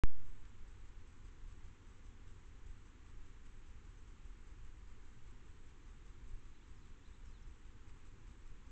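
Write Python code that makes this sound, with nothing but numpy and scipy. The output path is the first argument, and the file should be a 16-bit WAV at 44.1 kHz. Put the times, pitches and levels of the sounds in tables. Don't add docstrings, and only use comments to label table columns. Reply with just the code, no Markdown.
import sys
import numpy as np
from scipy import signal
from scipy.fft import rfft, irfft
from scipy.io import wavfile

SR = 44100
rng = np.random.default_rng(int(sys.argv[2]) if len(sys.argv) > 2 else 0)


def dump(signal):
    limited = np.clip(np.atleast_2d(signal).T, -1, 1)
    pcm = np.round(limited * 32767).astype(np.int16)
    wavfile.write(sys.argv[1], SR, pcm)


N = 384111
TIME = np.arange(N) / SR
WAKE_S = .0363


def gain_of(db):
    return 10 ** (np.asarray(db) / 20)


def evened(x):
    return x / np.sqrt(np.mean(x ** 2) + 1e-20)


def coloured(x, spectrum):
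    hz, db = np.transpose(spectrum)
    shape_db = np.interp(np.log(np.fft.rfftfreq(N, 1 / SR) + 1), np.log(hz + 1), db)
    return evened(irfft(rfft(x) * gain_of(shape_db), N))


def drift(fastest_hz):
    t = TIME[::200]
    rates_hz = np.geomspace(fastest_hz / 10, fastest_hz, 20)
    wander = sum(np.sin(2 * np.pi * (hz * t + rng.random())) / np.sqrt(hz) for hz in rates_hz)
    return evened(np.interp(TIME, t, wander))


def add(mix, start_s, sound):
    part = mix[round(start_s * SR):][:len(sound)]
    part += sound[:len(part)]


def notch(x, hz, width_hz, depth):
    b, a = signal.iirnotch(hz, hz / width_hz, SR)
    return depth * signal.lfilter(b, a, x) + (1 - depth) * x


def low_passed(x, hz):
    return signal.oaconvolve(x, signal.firwin(201, hz, window=("kaiser", 7), fs=SR), "same")


def wake_pop(step_db, rise_s, drain_s):
    t = np.maximum(TIME - WAKE_S, 0)
    step = (1 - np.exp(-t / rise_s)) * np.exp(-t / drain_s)
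    thump = notch(step, hz=162, width_hz=174, depth=1.0)
    hollow = notch(thump, hz=4530, width_hz=3600, depth=0.57)
    treble_rolloff = signal.butter(2, 9500, fs=SR)
    return gain_of(step_db) * signal.lfilter(*treble_rolloff, hollow)


def light_wind(level_db, swell_db):
    # frequency_hz, level_db
    spectrum = [(3, -12), (10, 1.5), (28, -3.5), (45, -8.5), (80, -15), (102, -14.5), (140, -26),
                (220, -38.5), (600, -65)]
    rumble = coloured(rng.standard_normal(N), spectrum)
    return rumble * gain_of(level_db + swell_db * drift(fastest_hz=10.5))


def low_hush(level_db, swell_db):
    # frequency_hz, level_db
    spectrum = [(60, -15.5), (150, -3.5), (240, 2), (380, -0.5), (520, -2.5), (800, -9.5), (2000, -45)]
    hush = coloured(rng.standard_normal(N), spectrum)
    return hush * gain_of(level_db + swell_db * drift(fastest_hz=2.3))


def camera_hiss(level_db):
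    # frequency_hz, level_db
    spectrum = [(100, 0.5), (1000, 0), (2000, -5.5), (3000, -10), (4000, -14.5), (4700, -19), (5500, -18.5),
                (6200, -15), (7200, -14), (7700, -16), (8100, -23), (8600, -28)]
    return gain_of(level_db) * coloured(rng.standard_normal(N), spectrum)


def write_clock(first_s=.244, every_s=.2, backlog_cycle_s=.429, backlog_peak_s=1.444):
    ticks = np.arange(first_s, N / SR, every_s)
    backlog = .5 + .5 * np.cos(2 * np.pi * (ticks - backlog_peak_s) / backlog_cycle_s)
    late, loud, long = rng.standard_normal((len(ticks), 3)).T
    starts_s = ticks + .027 * backlog + .003 * late
    levels_db = -1.5 * (1 - backlog) + 0.7 * loud
    stretches = np.exp(.1 * long)
    return zip(starts_s, levels_db, stretches)


def card_writes(length_s, sizzle_db, grain_db, surge, surge_s, waver_hz, bump_db, bump_s):
    # frequency_hz, level_db
    sizzle_spectrum = [(300, 4), (1200, 3), (2500, 2.5), (4300, -6), (5400, -3.5), (6100, -6), (8050, 3),
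                       (8500, -15)]
    # pitch_hz, level_db
    whine_tones = [(1147, -83), (4750, -97.5), (6110, -92.5), (6260, -94.5), (7216, -92)]
    busy, bumps, whine = np.zeros((3, N))
    bump = gain_of(bump_db) * signal.windows.hann(int(bump_s * SR))
    for start_s, db, stretch in write_clock():
        t = TIME[:int(length_s * stretch * SR)]
        inrush = 1 + surge * np.exp(-t / surge_s)
        add(busy, start_s, gain_of(db) * inrush * signal.windows.tukey(len(t), .1))
        add(bumps, start_s, bump)
        add(bumps, start_s + (len(t) - len(bump)) / SR, -bump)
    noise = rng.standard_normal(N)
    grain = np.repeat(rng.standard_normal(N), 40)[:N]
    sizzle = gain_of(sizzle_db) * coloured(noise * gain_of(grain_db * grain), sizzle_spectrum)
    for hz, db in whine_tones:
        pitch_hz = hz + waver_hz * drift(fastest_hz=200)
        whine += gain_of(db) * np.sqrt(2) * np.sin(2 * np.pi * np.cumsum(pitch_hz) / SR)
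    return busy * (sizzle + whine) + bumps


def pip_runs(first_s, every_s, run_s, pitch_hz, pips_per_s, pip_s, level_db):
    pips, t = np.zeros(N), TIME[:int(pip_s * SR)]
    for start_s in np.arange(first_s, N / SR, every_s):
        for offset_s in np.arange(0, run_s * rng.uniform(0.55, 1.4), 1 / pips_per_s):
            slip, phase, size = rng.random(3)
            pip = signal.windows.hann(len(t)) * np.sin(2 * np.pi * (pitch_hz * t + phase))
            add(pips, start_s + offset_s + slip * pip_s, gain_of(level_db) * (.5 + size) * pip)
    return pips


def whistle(length_s, first_hz, middle_hz, last_hz, level_db):
    progress = np.linspace(0, 1, int(length_s * SR))
    bend = np.polyfit([0, .5, 1], [first_hz, middle_hz, last_hz], 2)
    pitch_hz = np.polyval(bend, progress)
    swell = signal.windows.tukey(len(progress), .25)
    return gain_of(level_db) * np.sqrt(2) * swell * np.sin(2 * np.pi * np.cumsum(pitch_hz) / SR)


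def distant_bird(echo_db, echo_t60_s):
    # start_s, length_s, first_hz, middle_hz, last_hz, level_db
    chips = [(2.040, .030, 6230, 6150, 6100, -84), (3.970, .030, 6200, 6150, 6100, -84.5),
             (7.423, .013, 6500, 5630, 5100, -77)]
    # offset_s, length_s, first_hz, middle_hz, last_hz, level_db
    phrase = [(0, .046, 3150, 4090, 3250, 0), (.076, .034, 3300, 3680, 4150, 0),
              (.209, .054, 5900, 5250, 4900, -3), (.282, .072, 4480, 3780, 3200, -0.5)]
    # start_s, level_db
    repeats = [(6.533, -85), (7.043, -81.5)]
    song = np.zeros(N)
    for start_s, *note in chips:
        add(song, start_s, whistle(*note))
    for start_s, db in repeats:
        for offset_s, *note in phrase:
            add(song, start_s + offset_s, gain_of(db) * whistle(*note))
    trees = rng.standard_normal(SR // 2) * np.exp(-np.log(1000) * TIME[:SR // 2] / echo_t60_s)
    echo = signal.fftconvolve(song, trees / np.linalg.norm(trees))[:N]
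    return song + gain_of(echo_db) * echo


def scene():
    pop = wake_pop(step_db=-16.5, rise_s=.00004, drain_s=0.11)
    wind = light_wind(level_db=-53.5, swell_db=1.76)
    hush = low_hush(level_db=-69, swell_db=0.43)
    hiss = camera_hiss(level_db=-68)
    writes = card_writes(length_s=0.0542, sizzle_db=-77.5, grain_db=5.5, surge=0.82, surge_s=0.009,
                         waver_hz=28, bump_db=-47, bump_s=0.017)
    pips = pip_runs(first_s=.27, every_s=.402, run_s=.11, pitch_hz=7940, pips_per_s=80, pip_s=0.0055,
                    level_db=-78.5)
    bird = distant_bird(echo_db=-6, echo_t60_s=.2)
    heard = low_passed(wind + hush + hiss + writes + pips + bird, hz=8600)
    return (pop + heard * (TIME > WAKE_S))[None]


def record(dry):
    scooped = notch(dry[0], hz=633.3, width_hz=660, depth=0.9)
    return low_passed(scooped, hz=15800)[None]


dry = scene()
out = record(dry)
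dump(out)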